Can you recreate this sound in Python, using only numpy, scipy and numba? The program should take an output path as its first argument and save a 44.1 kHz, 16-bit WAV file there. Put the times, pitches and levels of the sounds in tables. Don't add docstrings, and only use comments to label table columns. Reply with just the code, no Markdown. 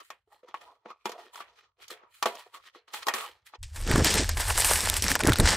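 import sys
import numpy as np
from scipy import signal
from scipy.fft import rfft, irfft
from scipy.io import wavfile
from scipy.ndimage import uniform_filter1d
from numba import njit

SR = 44100
rng = np.random.default_rng(int(sys.argv[2]) if len(sys.argv) > 2 else 0)


def generate_wav(sig):
    pcm = np.round(np.clip(np.atleast_2d(sig).T, -1, 1) * 32767).astype(np.int16)
    wavfile.write(sys.argv[1], SR, pcm)


def rack_gain(trim_db):
    fader = np.asarray(trim_db, float)
    return 10 ** (fader / 20)


N = 245195
CUT_S = 3.585

# (to -60 dB, no hand on the card)
BOX_MODES = [(228, -3, 0.21), (368, 4.5, 0.097), (438, -12, 0.62), (495, -6, 0.27), (702, -7, 0.08),
             (850, -1.5, 0.15), (954, -3, 0.19), (1120, 4, 0.12), (1222, 5, 0.034), (1853, 7, 0.11),
             (2450, -12, .2), (3037, -8, 0.06), (3303, -12.5, 0.1), (4170, -32, .2)]


def tint(x, points):
    hz, db = np.transpose(points)
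    f = np.fft.rfftfreq(x.shape[-1], 1 / SR) + 1
    gain = rack_gain(np.interp(np.log(f), np.log(hz), db))
    return irfft(rfft(x) * gain, x.shape[-1])


def band(x, lo, hi, order=3):
    y = signal.sosfilt(signal.butter(order, [lo, hi], "band", fs=SR, output="sos"), x)
    return y / np.sqrt(np.mean(y ** 2))


def curves(points):
    s, *columns = np.transpose(points)
    return [np.interp(np.arange(N) / SR, s, c) for c in columns]


def during(start_s, end_s):
    t = np.arange(N) / SR
    return uniform_filter1d(1. * (t >= start_s) * (t < end_s), size=200, mode="nearest")


def walk(rate):
    hold = int(SR / rate)
    levels = np.repeat(rng.standard_normal(N // hold + 1), hold)
    return 1.57 * uniform_filter1d(levels, hold)[:N]


def bursts(rate, fade_s, spread):
    u = rng.random((int(rate * N / SR), 2)).T
    slips = np.bincount((u[0] * N).astype(int), (1.02 - u[1]) ** -spread, N)
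    x = signal.lfilter([1], [1, -np.exp(-1 / (fade_s * SR))], slips)
    return x / np.sqrt(np.mean(x ** 2))


@njit
def svf(x, hz, q):
    y, b, l, g = np.empty(len(x)), 0., 0., np.tan(np.pi * hz / SR)
    for i in range(len(x)):
        v = (b + g * (x[i] - l)) / (1 + g * (g + 1 / q))
        b, l, y[i] = 2 * v - b, l + 2 * g * v, v / q
    return y


@njit
def grains(start, hz, t60, gain, phase):
    out = np.zeros(N)
    for k in range(len(start)):
        z = gain[k] * np.exp(1j * phase[k])
        p = np.exp(2j * np.pi * hz[k] / SR - np.log(1000) / (t60[k] * SR))
        i = int(start[k] * SR)
        for j in range(i, min(N, i + int(t60[k] * SR))):
            out[j] += z.imag
            z *= p
    return out


def crackle(count, spread, cycles):
    u = rng.random((count, 4)).T
    hz = 300 + 15500 * u[1]
    ring_s = cycles / np.sqrt(hz * 4000)
    size = (1.01 - u[2]) ** -spread
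    x = grains(u[0] * N / SR, hz, ring_s, size, 2 * np.pi * u[3])
    return x / x.std()


def strokes(moves):
    edge_db = 30
    fall_bend, treble_haste = 1.11, 1.27
    t = np.arange(0, N, 32)[None] / SR
    s, rise, fall, db, second_db, third_db, *rest = np.transpose(moves)[:, :, None]
    up = np.clip((s - t) / rise, 0, 4)
    down = np.clip((t - s) / fall, 0, 4) ** fall_bend
    registers = (0, 1), (second_db, treble_haste), (third_db, treble_haste ** 2)
    power = [rack_gain(db + over - edge_db * (up + haste * down)) ** 2 for over, haste in registers]
    gains = [np.sqrt(p.sum(0)) for p in power]
    rest = [(c * power[0]).sum(0) / power[0].sum(0) for c in rest]
    return [np.interp(np.arange(N) / SR, t[0], v) for v in gains + rest]


def room():
    level_db = -89.5 + 3.8 * walk(17)
    return during(0, CUT_S) * rack_gain(level_db) * band(rng.standard_normal(N), 45, 120)


def table():
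    # time_s, rumble_db, thud_db
    tremor = [(3.585, -54, -91), (3.661, -34.5, -82), (3.699, -46, -84), (3.853, -28, -43.5),
              (3.909, -25.5, -25), (3.997, -24.5, -22), (4.079, -36, -36.5), (4.199, -26.5, -29),
              (4.271, -30.5, -46), (4.563, -32, -51), (4.661, -36, -43.5), (5.091, -33.5, -44.5),
              (5.113, -33, -33), (5.185, -44, -43.5), (5.305, -31, -20.5), (5.327, -26, -36),
              (5.355, -40, -44), (5.405, -21, -15.5), (5.427, -18, -24.5), (5.56, -44, -39)]
    # hz, level_db (per Hz)
    shake_colour = [(12, -27), (20, 0.5), (59, -2.5), (87, 2.5), (125, -8), (161, -9.5), (226, -12),
                    (292, -12), (325, -11), (367, -15), (461, -15), (500, -17.5), (750, -23), (1400, -58)]
    # start_s, level_db (before smoothing), pitch_hz
    hits = [(3.867, -24.5, 221), (3.907, -10, 246), (3.941, -5, 110), (3.957, -4.5, 342), (3.981, -5, 220),
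            (3.998, -12, 109), (4.021, -9.5, 129), (5.116, -17, 249), (5.249, -5.5, 378),
            (5.273, -10.5, 124), (5.301, -6, 115), (5.319, -30, 110), (5.397, -6.5, 147), (5.429, -16, 131)]
    rumble_db, thud_db = curves(tremor)
    shake = tint(rng.standard_normal(N), shake_colour)
    rumble = band(band(shake, 15.6, 100.6), 21.5, 105)
    thuds = band(shake * rack_gain(3.1 * walk(40)), 140.0, 770)
    s, level_db, hz = np.transpose(hits)
    bumps = grains(s, hz, 4.0 / hz, rack_gain(level_db), 0 * s)
    bumps = uniform_filter1d(bumps, size=24)
    return during(CUT_S, N / SR) * (rack_gain(rumble_db) * rumble + rack_gain(thud_db) * thuds) + bumps


def snaps(count=14, click_db=-2.0, click_s=0.0038, tilt_db=3.0):
    # start_s, level_db (click and ring lie below it), pitch_hz
    flips = [(3.6296, -30, 7900), (3.7606, -28.5, 1660), (3.8754, -20, 1340), (3.914, -9.5, 1900),
             (3.9591, -9, 1250), (4.0458, -6, 5330), (4.141, -10, 6630), (4.2441, -20, 1640),
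             (4.2918, -13.5, 6600), (4.372, -21, 1720), (4.5028, -12, 2850), (4.577, -11.5, 9650),
             (4.5832, -13.5, 7850), (4.6217, -16, 2840), (4.6462, -5, 8950), (4.7347, -8.5, 8420),
             (4.806, -11, 5440), (4.8572, -15, 7900), (4.8987, -6.5, 8300), (4.9406, -12, 7600),
             (4.9666, -10.5, 7660), (5.023, -11, 5770), (5.0411, -12.5, 5620), (5.0819, -9.5, 5550),
             (5.1015, -15, 2150), (5.1162, -5.5, 1780), (5.1539, -5, 1690), (5.1918, -23, 8200),
             (5.2051, -14, 1490), (5.2357, -14, 1940), (5.2545, -14, 1790), (5.272, -7, 10850),
             (5.2944, -7, 1390), (5.321, -8, 1440), (5.3333, -9, 3580), (5.3575, -13, 1420),
             (5.3857, -13, 8540), (5.3996, -7, 3730), (5.456, -10, 1490), (5.4879, -7.5, 1930)]
    s, level_db, hz = np.transpose(flips)[:, :, None]
    u = rng.random((len(s), 4, count))
    start = s + 0.0008 * u[:, 0]
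    click_hz = 1000 + 12500 * u[:, 1] ** 1.414
    off_pitch_db = tilt_db * np.abs(np.log2(click_hz / hz))
    size = rack_gain(level_db + click_db - off_pitch_db) * u[:, 2]
    phase = 2 * np.pi * u[:, 3]
    click = grains(start.ravel(), click_hz.ravel(), np.full(size.size, click_s), size.ravel(), phase.ravel())
    s, level_db, hz = s[:, 0], level_db[:, 0], hz[:, 0]
    ring = grains(s, hz, np.full(len(s), 0.012), rack_gain(level_db - 7.0), 0 * s)
    return click + ring


def bag():
    # peak_s, rise_s, fall_s, crinkle_db, bricks_db and sheen_db (over the crinkle)
    squeezes = [(3.63, 0.004, 0.069, -43, -18, -8), (3.69, 0.092, .3, -62.5, -6.5, -5),
                (3.765, 0.051, 0.32, -44.5, -3.5, 0), (3.915, .1, 0.23, -28, -3, -16),
                (3.98, 0.11, 0.14, -33, 1, -8), (4.05, 0.029, 0.13, -19, -5.5, -10.5),
                (4.11, 0.12, 0.38, -28, -5, -6.5), (4.185, 0.3, 0.07, -27, -4.5, -8.5),
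                (4.293, 0.01, 0.052, -28.5, -4, -18), (4.374, 0.0096, 0.058, -35, 4.5, 4),
                (4.402, 0.059, .15, -30, -1, -1.5), (4.505, 0.11, 0.087, -28.5, -2, -2),
                (4.6, 0.13, 0.49, -29.5, -3, -3), (4.7, 0.35, 0.37, -26, -4, 0.5),
                (4.86, 0.28, 0.42, -32.5, -4.5, 0.5), (4.972, 0.054, .05, -28.5, -3.5, -0.5),
                (5.025, 0.0059, 0.13, -29, -9, -3), (5.11, 0.12, 0.087, -28, -4, -3.5),
                (5.16, 0.027, 0.029, -29, 2, -11), (5.21, .03, 0.02, -28, 1.5, -4),
                (5.245, 0.045, 0.099, -36.5, 4.5, -13), (5.28, 0.044, .1, -30, 6.5, -4),
                (5.334, 0.04, 0.023, -28, -13, -10), (5.37, 0.036, 0.043, -34, -5, -14),
                (5.404, 0.03, 0.016, -26.5, 6.5, 2), (5.46, 0.086, 0.35, -24, -3.5, -16),
                (5.53, 0.17, 0.089, -25, -2.5, -9)]
    # hz, level_db (per Hz)
    film_colour = [(240, -14), (400, -1.5), (730, -7), (852, -2.5), (1230, -6.5), (1730, -3.5), (2470, -11),
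                   (3870, -12.5), (5430, -10), (6340, -14), (8370, -9.5), (12700, -20), (16000, -26.5)]
    crinkle, bricks, sheen = strokes(squeezes)
    clicks = crackle(count=2500, spread=0.52, cycles=4.0)
    film = tint(rack_gain(-7.5) * clicks + 1.1 * rng.standard_normal(N), film_colour)
    shared = 0.7 + 0.18 * bursts(110., 0.003, 0.13)
    low_slips = shared + 0.24 * bursts(70., 0.0058, 0.23)
    mid_slips = shared + 0.24 * bursts(120., 0.0028, 0.23)
    high_slips = shared + 0.24 * bursts(150., 0.0017, 0.23)
    rustle = bricks * low_slips * rack_gain(1.04 * walk(50)) * band(film, 542, 1940)
    rustle += crinkle * mid_slips * rack_gain(0.9 * walk(60)) * band(film, 2360, 8100)
    rustle += sheen * high_slips * rack_gain(1.7 * walk(60)) * band(film, 8030, 15000)
    return during(CUT_S, N / SR) * rustle + snaps()


def rubbing(sharp=16.3, focus_db=28.5, wander_db=5.0):
    # peak_s, rise_s, fall_s, body_db,
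    # scrape_db and hiss_db (over the body), note_hz (of the hollow)
    finger_moves = [(0.006, 0.0045, 0.038, -36.5, -11, -27, 1070), (0.06, 0.16, 0.2, -70.5, 6.5, 4, 1160),
                    (0.108, 0.0089, 0.076, -56, -11, -12, 1210), (0.276, .006, 0.045, -63, -25, -40, 504),
                    (0.329, 0.056, 0.17, -57.5, -8, -13, 850), (0.435, 0.009, 0.11, -58, -14, -33, 480),
                    (0.488, 0.036, 0.093, -53.5, -6, -28, 1010), (0.547, 0.015, 0.23, -45, -14, -26, 891),
                    (0.618, 0.03, 0.26, -48.5, -11.5, -21, 830), (0.7, 0.13, 0.051, -58, -11, -32, 855),
                    (0.856, .008, 0.13, -48, -20, -45, 640), (0.911, 0.064, 0.06, -44.5, -11, -35, 1120),
                    (1.03, 0.17, 0.066, -66, -9, -23, 1280), (1.062, 0.016, 0.15, -31, -13.5, -19.5, 668),
                    (1.2, 0.089, 0.17, -43.5, -12, -26, 850), (1.265, 0.18, 0.061, -45, -16, -27, 473),
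                    (1.336, .015, 0.21, -46.5, -6.5, -9, 930), (1.41, .12, 0.063, -47, -3, -14, 1060),
                    (1.48, 0.075, 0.22, -57, -10, -35, 905), (1.59, 0.079, 0.066, -56, -1, -19, 1240),
                    (1.64, 0.069, 0.11, -59, -8, -38, 1230), (1.794, .03, 0.085, -57, -14, -30, 600),
                    (1.826, 0.034, 0.098, -52.5, 2.5, -9, 1320), (1.907, 0.016, 0.11, -39.5, -4, -10, 580),
                    (2.034, 0.14, 0.098, -49, -24, -55, 957), (2.145, 0.067, 0.8, -89.5, 26, 24.5, 1100),
                    (2.234, 0.011, 0.027, -24.5, -18, -21, 940), (2.262, 0.016, 0.13, -26, -12, -19, 675),
                    (2.4, 0.25, 0.15, -52.5, 0.5, -8.5, 1100), (2.546, 0.024, 0.091, -42, -5, -13.5, 1140),
                    (2.673, 0.082, 0.062, -53, 2.5, -12, 1280), (2.752, 0.039, 0.1, -54.5, -3.5, -20, 498),
                    (2.465, .02, 0.07, -55.5, -21, -22, 650), (2.881, 0.011, 0.13, -50, -8.5, -25.5, 1070),
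                    (2.94, 0.021, 0.22, -43, 2.5, -3.5, 850), (3.03, 0.022, 0.035, -48, 9.5, -6, 1180),
                    (3.085, 0.035, 0.082, -24, -18, -18.5, 860),
                    (3.145, 0.0091, 0.17, -32.5, -3, -4.5, 880), (3.22, 0.19, 0.18, -43, 1, -4.5, 936),
                    (3.29, .06, 0.091, -51.5, -12, -20, 330), (3.465, 0.014, 0.11, -70, 17, 10.5, 945),
                    (3.554, 0.047, 0.021, -40.5, -9, -43, 880)]
    # hz, level_db (per Hz)
    card_colour = [(120, -46), (200, -11.5), (394, 4), (424, 5), (579, 2), (749, -2.5), (1350, -0.5),
                   (1500, -11), (2290, -34.5), (4430, -33.5), (6280, -12), (12800, -18), (16000, -20.5)]
    body_gain, scrape_gain, hiss_gain, note_hz = strokes(finger_moves)
    grit = crackle(count=12000, spread=0.51, cycles=6.9) + 2.04 * rng.standard_normal(N)
    grit = tint(grit, card_colour) * (0.55 + 0.49 * bursts(130., 0.011, 0.18))
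    body, scrape = band(grit, 220, 2200, order=4), band(grit, 2016, 4424, order=4)
    hiss = band(grit, 6540, 18000, order=4)
    hollow, flap = np.zeros(N), np.zeros(N)
    for hz, _, _ in BOX_MODES:
        if hz < 1500:
            focus = -focus_db * np.abs(np.log2(hz / note_hz))
            hollow += rack_gain(focus + wander_db * walk(18)) * svf(body, 1. * hz, sharp)
        else:
            flap += rack_gain(wander_db * walk(12)) * svf(scrape, 1. * hz, sharp)
    rub = body_gain * (0.13 * body + 1.22 * hollow)
    rub += scrape_gain * (0.76 * scrape + 0.51 * flap) + hiss_gain * hiss
    return during(0, CUT_S) * rub


def knocks(contact_s=0.00073, crack_s=0.036, tail_db=-8.5, tail_s=0.054, focus_db=24.0):
    # (to -60 dB, on top of the modes' own decay)
    blows = [(0.002, -44, 1213, -32, -3.5, 65), (0.103, -32, 1110, -50, -7, 317),
             (0.431, -55, 960, -5, -39, 240), (0.486, -45, 1250, -6, -11, 180),
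             (0.542, -24.5, 1040, -50, -25, 150), (0.612, -52, 616, -25, 0, 330),
             (0.858, -35, 850, -1, -48, 140), (0.903, -37, 1010, -2, -19, 130),
             (1.056, -20.5, 834, -8, -9, 270), (1.094, -37, 853, -2, 0, 200),
             (1.118, -34, 1420, -11, -3.5, 300), (1.357, -33, 1110, -44, -8, 67),
             (1.404, -30, 1180, -22, -18, 410), (1.881, -57.5, 939, -19, 18.5, 130),
             (1.903, -38.5, 1230, -39, -9, 960), (1.915, -42.5, 495, -25, -38, 640),
             (2.035, -46, 1020, -4, -56, 52), (2.226, -16.5, 990, -28, -3.5, 180),
             (2.257, -13.5, 710, -15, -11.5, 300), (2.353, -39.5, 1230, -13, -0.5, 72),
             (2.749, -42.5, 1240, -21.5, -24, 330), (2.758, -46, 503, -29, -45, 500),
             (2.936, -38.5, 1430, -10.5, 5.5, 330), (3.024, -41, 1210, -33.5, -6, 240),
             (3.068, -22, 1180, -10.5, -4.5, 320), (3.084, -12.5, 1440, -45, -7.5, 280),
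             (3.138, -20.5, 1390, -11, -3.5, 710), (3.537, -36, 952, -36, -37, 166)]
    out, t = np.zeros(N + 16384), np.arange(16384) / SR
    hz, db, t60 = np.transpose(BOX_MODES)[:, :, None]
    noise = rng.standard_normal((len(blows), 3, len(t)))
    chance = rng.standard_normal((len(blows), 2, len(BOX_MODES), 1))
    for blow, n, (level_chance, pitch_chance) in zip(blows, noise, chance):
        s, peak_db, note_hz, boom_db, crack_db, damping_ms = blow
        place_db = -focus_db * np.minimum(np.abs(np.log2(hz / note_hz)), 1.3)
        least_db = np.where(hz < 600, boom_db, np.where(hz > 2200, crack_db + 1, -99))
        gain = rack_gain(db + 2.5 * level_chance + np.maximum(place_db, least_db))
        fade_db = -60 * t / (damping_ms / 1000)
        tones = np.sin(2 * np.pi * hz * (1 + 0.022 * pitch_chance) * t)
        ring = (gain * tones * rack_gain(fade_db - 60 * t / t60)).sum(0)
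        ring = ring * (1 + 1.2 * np.exp(-t / 0.005)) * (1 - np.exp(-t / 0.0008))
        contact = n[0, :400] * np.exp(-t[:400] / contact_s) + 7.0 * (t[:400] == 0)
        ring = band(np.convolve(ring, contact)[:len(t)], 240, 6900)
        crack = band(n[1], 3400, 13000) * rack_gain(-60 * t / crack_s - 9.5)
        crack += band(n[1], 2900, 7620) * rack_gain(-60 * t / tail_s + tail_db)
        walls = band(n[2], 450, 2630) * rack_gain(1.9 * fade_db - 16.0)
        i = int(s * SR)
        out[i:i + len(t)] += rack_gain(peak_db) * (ring / np.abs(ring).max() + walls + rack_gain(crack_db) * crack)
    return out[:N]


def box():
    # hz, side_minus_mid_db
    pair_width = [(60, -36), (110, -12), (200, -33), (380, -23.5), (700, -13), (1290, -9), (2380, -3.5),
                  (4400, -2.5), (8120, -1.5), (15000, -0.5)]
    lean_db = 1.36
    mid, side = (rubbing() + knocks() for _ in range(2))
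    pair = mid + np.array([[1], [-1]]) * tint(side, pair_width)
    return pair * rack_gain(np.array([[-lean_db], [lean_db]]) / 2)


def scene():
    return box() + room() + bag() + table()


def low_pass(x):
    return signal.sosfilt(signal.butter(12, 16670, fs=SR, output="sos"), x)


def record(dry):
    ceiling, top_hz = 0.4, 15500
    rounded = ceiling * np.tanh(dry / ceiling)
    mix = signal.sosfilt(signal.ellip(8, .2, 70, top_hz, fs=SR, output="sos"), rounded)
    return low_pass(mix)


dry = scene()
out = record(dry)
generate_wav(out)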